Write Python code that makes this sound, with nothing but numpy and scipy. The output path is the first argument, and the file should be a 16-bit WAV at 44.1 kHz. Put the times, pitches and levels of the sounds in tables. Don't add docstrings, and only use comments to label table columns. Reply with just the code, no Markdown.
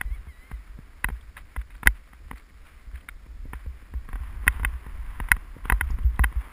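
import sys
import numpy as np
from scipy import signal
from scipy.fft import rfft, irfft
from scipy.io import wavfile

SR = 44100
rng = np.random.default_rng(int(sys.argv[2]) if len(sys.argv) > 2 else 0)


def unload_wav(signal):
    wavfile.write(
        sys.argv[1],
        SR,
        np.round(np.clip(np.atleast_2d(signal).T, -1, 1) * 32767).astype(np.int16),
    )


N = 287532

# [t/s, level/dB]
WIND_GUSTS = [(0.0, -38.5), (0.34, -52), (1.0, -46.5), (1.36, -50), (1.76, -45.5), (1.94, -48.5),
              (2.83, -52.5), (3.01, -48), (4.47, -40.5), (4.57, -35.5), (4.94, -42.5), (5.59, -42),
              (5.9, -32.5), (6.52, -46.5)]
# [t/s, level/dB]
GROUND_ROUGHNESS = [(0.0, -58), (0.49, -61), (0.62, -59.5), (1.09, -59), (1.69, -64.5), (1.78, -61.5),
                    (2.4, -62), (3.98, -60), (4.54, -47.5), (4.83, -54), (5.54, -54), (5.74, -52.5),
                    (5.96, -56), (6.15, -55.5), (6.41, -50), (6.52, -50.5)]
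# [f/Hz, level/dB]
WIND_SPECTRUM = [(8, -10.5), (22, -5.5), (45, -1.5), (66, -5.5), (90, -17), (130, -29), (300, -40.5),
                 (900, -73.5)]
FRAME_SPECTRUM = [(60, 0.5), (130, -3), (260, -1.5), (400, -6), (620, -9.5), (1200, -19.5), (4000, -71)]
DIRT_SPECTRUM = [(200, -29.5), (600, -11.5), (850, -9.5), (1150, -2), (1500, -2), (2250, -2), (2650, -8.5),
                 (3100, -12.5), (3800, -16.5), (5500, -31.5)]
GRASS_SPECTRUM = [(300, -38), (680, -15), (850, -9), (1060, -2.5), (1300, -6), (2050, -6.5), (2550, -13.5),
                  (3400, -19.5), (4200, -30.5), (5500, -33.5)]
MIC_HISS_SPECTRUM = [(100, 2.5), (1500, -23.5), (3000, -9), (5200, -4.5), (5900, -11)]
# [t/s, length/s, level/dB]
BRUSHES = [(1.366, .033, -41), (1.586, .025, -51), (1.7, 0.046, -53.5), (1.949, 0.048, -54),
           (2.349, 0.072, -51), (2.651, 0.1, -53.5), (2.93, 0.084, -53), (3.535, .06, -51),
           (5.637, 0.095, -47), (5.864, 0.061, -48)]
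# [t/s, peak level of the shell's clack/dB, of the dull push behind it/dB]
KNOCKS = [(0.0122, -14, -32), (0.27, -50, -42), (0.5146, -34.5, -30.5), (0.7888, -49, -31.5),
          (1.0439, -8.5, -26.5), (1.087, -27.5, -29), (1.1013, -38, -29.5), (1.3687, -32, -56),
          (1.5632, -27, -34), (1.6146, -36.5, -60), (1.7052, -42, -57), (1.7517, -42, -62),
          (1.8317, -26, -30), (1.859, -27, -29), (1.8624, -25.5, -23.5), (1.8721, 2, -21),
          (2.1331, -41.5, -44), (2.3126, -28, -28.5), (2.3316, -45.5, -35.5), (3.0877, -23.5, -44.5),
          (3.264, -53, -40.5), (3.455, -60, -32), (3.5337, -27.5, -28), (3.6621, -50, -34.5),
          (3.9385, -42, -32.5), (4.089, -37, -34), (4.1305, -33.5, -34.5), (4.1565, -34, -33.5),
          (4.4682, -27, -23), (4.4786, 0, -24), (4.597, -34, -30), (4.6328, -30.5, -30),
          (4.6485, -8.5, -28.5), (4.8648, -40, -33), (5.201, -24.5, -24), (5.2865, -29.5, -39),
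          (5.3168, 1, -21.5), (5.366, -33.5, -33.5), (5.566, -62, -30.5), (5.6549, -32, -28),
          (5.6993, -6.5, -22), (5.7223, -13.5, -18.5), (5.8102, -10, -28.5), (5.9034, -42, -31.5),
          (5.987, -38, -32), (6.1933, -18, -18.5), (6.2381, -15.5, -30), (6.2418, -8, -25.5),
          (6.3257, -40, -41)]
# [f/Hz, width/Hz, relative level/dB]
SHELL_MODES = [(1451, 190, -6.5), (1712, 430, 0.5), (1962, 284, -0.5), (2154, 107, -7.5), (2610, 370, -7.5),
               (3120, 220, -17.5)]
MOUNT_MODES = [(798, 207, -5.5), (1021, 136, -1), (1185, 430, -6)]
PUSH_MODES = [(126.7, 150, 1.5), (253.7, 111, -4), (443, 243, -9.5)]
SNAP_MODES = [(3200, 220, 2.5), (3706, 380, 3), (4920, 450, -7.5), (5660, 160, -21)]
# [t/s, peak level/dB, f/Hz]
BUMPS = [(0.05, -24, 44.8), (0.104, -23.5, 54), (0.272, -32.5, 63), (0.527, -27, 55), (0.696, -34, 47),
         (1.047, -23, 43.2), (1.117, -24.5, 54.6), (1.573, -22, 54), (1.86, -13.5, 50.1), (2.33, -34, 55),
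         (2.866, -31.5, 48.5), (2.934, -31, 61.5), (3.54, -30, 56.4), (3.663, -26, 62),
         (3.945, -24.5, 56.5), (4.131, -24, 44), (4.206, -25, 55.7), (4.391, -29, 57), (4.468, -16.5, 55.6),
         (4.611, -24.5, 64.7), (4.652, -22, 49.7), (4.728, -25.5, 59), (4.986, -26, 47.7), (5.2, -24, 41.5),
         (5.312, -19.5, 49), (5.718, -13.5, 47.2), (5.815, -20.5, 63), (5.873, -20, 50.3),
         (6.045, -12, 58.4), (6.197, -11.5, 58), (6.247, -21, 48.4), (6.361, -18, 55.3)]
# [t/s, f/Hz, level/dB]
BRAKE_RUBS = [
    [(.06, 1010, -61), (.095, 985, -59), (.148, 1140, -53), (.175, 975, -63), (.209, 900, -71)],
    [(.27, 1100, -70), (.291, 1086, -55), (.329, 971, -58.5), (.379, 966, -64), (.43, 1021, -55.5),
     (.48, 1067, -61), (.545, 1016, -57), (.6, 795, -72)],
]
# [f/Hz, level/dB]
BRAKE_ARM_RESPONSE = [(1000, -23), (1500, -11), (1950, -1.5), (2300, 2), (2700, -17), (3150, -16),
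                      (3500, -10), (3850, -9), (4200, -28), (4600, -25)]
# [about t/s, level/dB, main f/Hz]
TWIGS = [(1.21, -52, 3500), (1.764, -54, 4300), (2.378, -50, 4450), (2.972, -52, 3200), (3.008, -51, 3200),
         (4.524, -47, 3700), (5.906, -43, 5600), (6.031, -50, 3400), (6.16, -49, 3700)]

CAMERA_HZ, EDGE_HZ = 12000, 15500
SMOOTH_DB = -61
FRAME_DB, FRAME_FOLLOWS = -63, 0.49
RATTLE_DB, RATTLE_FOLLOWS = -55.5, 0.58
REFERENCE_DB = -30
SNAP_DB, SNAP_PER_CLACK, SNAP_CUSHION = -52.5, 1, 0.21
MOUNT_OVER_CLACK_DB, MOUNT_OVER_PUSH_DB = 0.5, 6.5
GRAZE_S, GRAZE_DB, GRAZE_PER_CLACK = .0032, -42, 0.43
SPREAD_DB = 2


def amp(db):
    return 10 ** (np.asarray(db) / 20)


def evened(x):
    return x / np.sqrt(np.mean(x ** 2) + 1e-20)


def add(mix, start_s, sound):
    part = mix[max(round(start_s * SR), 0):][:len(sound)]
    part += sound[:len(part)]


def curve(rows):
    return np.interp(np.arange(N) / SR, *np.transpose(rows))


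def coloured(x, spectrum):
    hz, db = np.transpose(spectrum)
    f = np.fft.rfftfreq(len(x), 1 / SR)
    gain = amp(np.interp(np.log(f + 1), np.log(hz), db))
    return evened(irfft(rfft(x) * gain, len(x)))


def wander(rate_hz):
    f = np.fft.rfftfreq(N, 1 / SR)
    slowed = rfft(rng.standard_normal(N)) / (1 + (f / rate_hz) ** 4)
    return evened(irfft(slowed, N))


def ring(modes, spread_db, detune, damping=1, size=4096):
    f = abs(np.fft.fftfreq(size, 1 / SR))
    gain = np.zeros(size)
    for hz, width, db in modes:
        centre = hz * (1 + detune * rng.standard_normal())
        off = 2 * (f - centre) / (width * damping)
        gain += amp(db + spread_db * rng.standard_normal()) / (1 + off ** 2) ** 1.53
    spectrum = np.exp(np.conj(signal.hilbert(np.log(gain + 1e-5))))
    causal = np.fft.ifft(spectrum).real
    return causal / abs(signal.hilbert(causal)).max()


def wind_rumble(wind_db=3, gust_db=3.0):
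    level = curve(WIND_GUSTS) + wind_db + gust_db * wander(5)
    return coloured(rng.standard_normal(N), WIND_SPECTRUM) * amp(level)


def frame_shudder():
    level = FRAME_DB + FRAME_FOLLOWS * (curve(GROUND_ROUGHNESS) - SMOOTH_DB)
    shudder = amp(1.6 * wander(25))
    return coloured(rng.standard_normal(N), FRAME_SPECTRUM) * amp(level) * shudder


def tyres(grit_per_s=350, grit_spread_db=2.0, grit=0.47, brush_db=-3, bare_db=-62, grassy_db=-55, patchy_db=1.5):
    ground = amp(curve(GROUND_ROUGHNESS))
    snap_size = amp(grit_spread_db * np.minimum(rng.exponential(1, N), 4))
    snap_happens = rng.random(N) < grit_per_s / SR
    snaps = rng.standard_normal(N) * snap_size * snap_happens
    crunch = rng.standard_normal(N) + grit * evened(snaps)
    grassy = np.interp(ground, amp([bare_db, grassy_db]), [0, 1])
    dirt = np.sqrt(1 - grassy) * coloured(crunch, DIRT_SPECTRUM)
    grass = np.sqrt(grassy) * coloured(crunch[::-1], GRASS_SPECTRUM)
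    swish = np.zeros(N)
    for s, length, db in BRUSHES:
        u = np.arange(SR // 3) / SR / length
        add(swish, s, amp(db + brush_db) * (1 - np.exp(-20 * u)) * np.exp(-u ** 2))
    flutter = amp(.9 * wander(45))
    catching = amp(3 * wander(160))
    patchy_ground = amp(patchy_db * wander(6)) * ground
    return (dirt + grass) * flutter * np.hypot(patchy_ground, swish * catching)


def microphone_hiss():
    return amp(-66.5) * coloured(rng.standard_normal(N), MIC_HISS_SPECTRUM)


def knocks(rebound_s=0.002008, rebound=0.38, light_damping=2.22, chatter=0.86, mount_chatter=.3):
    out = np.zeros(N)
    for s, clack, push in KNOCKS:
        hard, heavy = clack - REFERENCE_DB, push - REFERENCE_DB
        mount_db = min(clack + MOUNT_OVER_CLACK_DB, push + MOUNT_OVER_PUSH_DB)
        snap_db = SNAP_DB + SNAP_PER_CLACK * hard - SNAP_CUSHION * heavy
        graze_db = GRAZE_DB + GRAZE_PER_CLACK * hard
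        light = clack < -20
        detune = .04 if light else .007
        damping = light_damping if light else 1

        shell = amp(clack) * ring(SHELL_MODES, SPREAD_DB, detune, damping)
        snap = amp(snap_db) * ring(SNAP_MODES, SPREAD_DB, 0.025)
        case = shell + snap
        mount = -amp(mount_db) * ring(MOUNT_MODES, SPREAD_DB, 0.036, damping)
        graze = amp(graze_db) * ring(SHELL_MODES + MOUNT_MODES, SPREAD_DB, .04, light_damping)
        add(out, s - GRAZE_S, graze)
        add(out, s, case + mount)
        add(out, s - .0005, -amp(push) * ring(PUSH_MODES, SPREAD_DB, 0.068))
        if light:
            for k, late in enumerate(np.cumsum(rng.uniform(.0008, .003, size=3))):
                add(out, s + late, (chatter * case + mount_chatter * mount) / (k + 1))
        else:
            add(out, s + rebound_s, rebound * case)
    return out


def bumps(rise_s=0.036, decay_s=0.016):
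    out, t = np.zeros(N), np.arange(SR // 4) / SR
    for s, db, hz in BUMPS:
        swing = -np.sin(2 * np.pi * hz * t) * (1 - np.exp(-t / rise_s)) * np.exp(-t / decay_s)
        add(out, s, amp(db) * swing / abs(swing).max())
    return out


def brake_squeak():
    out, t = np.zeros(N), np.arange(N) / SR
    for rub in BRAKE_RUBS:
        s, hz, db = np.transpose(rub)
        pitch = np.interp(t, s, hz) * (1 + .006 * wander(150))
        turns = np.cumsum(pitch) / SR
        tone = np.zeros(N)
        for k in range(1, 6):
            arm_db = np.interp(k * pitch, *np.transpose(BRAKE_ARM_RESPONSE))
            tone += amp(arm_db) * np.sin(2 * np.pi * k * turns)
        level = amp(np.interp(t, s, db) + wander(60))
        rubbing = (t > s[0]) * (t < s[-1])
        out += np.sqrt(2) * tone * level * rubbing
    return out


def rattles(count=20, spread_db=3, push_db=5):
    out = np.zeros(N)
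    level = RATTLE_DB + RATTLE_FOLLOWS * (curve(GROUND_ROUGHNESS) - SMOOTH_DB)
    for at in rng.integers(0, N, count):
        shell = ring(SHELL_MODES, SPREAD_DB, .04, 2.4)
        push = amp(push_db) * ring(PUSH_MODES, SPREAD_DB, 0.059)
        strength = amp(level[at] + spread_db * rng.standard_normal())
        add(out, at / SR, strength * (shell - push))
    return out


def twigs():
    out = np.zeros(N)
    for s, db, pitch_hz in TWIGS:
        scale = pitch_hz / SNAP_MODES[1][0]
        modes = [(hz * scale, width, level) for hz, width, level in SNAP_MODES]
        for k, late in enumerate(np.cumsum(rng.uniform(0.0015, 0.0036, size=3))):
            crack = ring(modes, SPREAD_DB, .04)
            add(out, s + late - .002, amp(db - 4.5 * k) * crack)
    return out


def scene():
    steady = wind_rumble() + frame_shudder() + tyres() + microphone_hiss()
    events = knocks() + bumps() + brake_squeak() + rattles() + twigs()
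    return (steady + events)[None]


def record(dry):
    coarse = np.clip(signal.resample_poly(dry[0], CAMERA_HZ, SR), -1, 1)
    held = signal.resample_poly(np.repeat(coarse, 4), SR, 4 * CAMERA_HZ)[1:N + 1]
    held = np.pad(held, (0, N - len(held)))
    lowpass = signal.firwin(255, EDGE_HZ, window=("kaiser", 9), fs=SR)
    return signal.oaconvolve(held, lowpass, "same")[None]


dry = scene()
out = record(dry)
unload_wav(out)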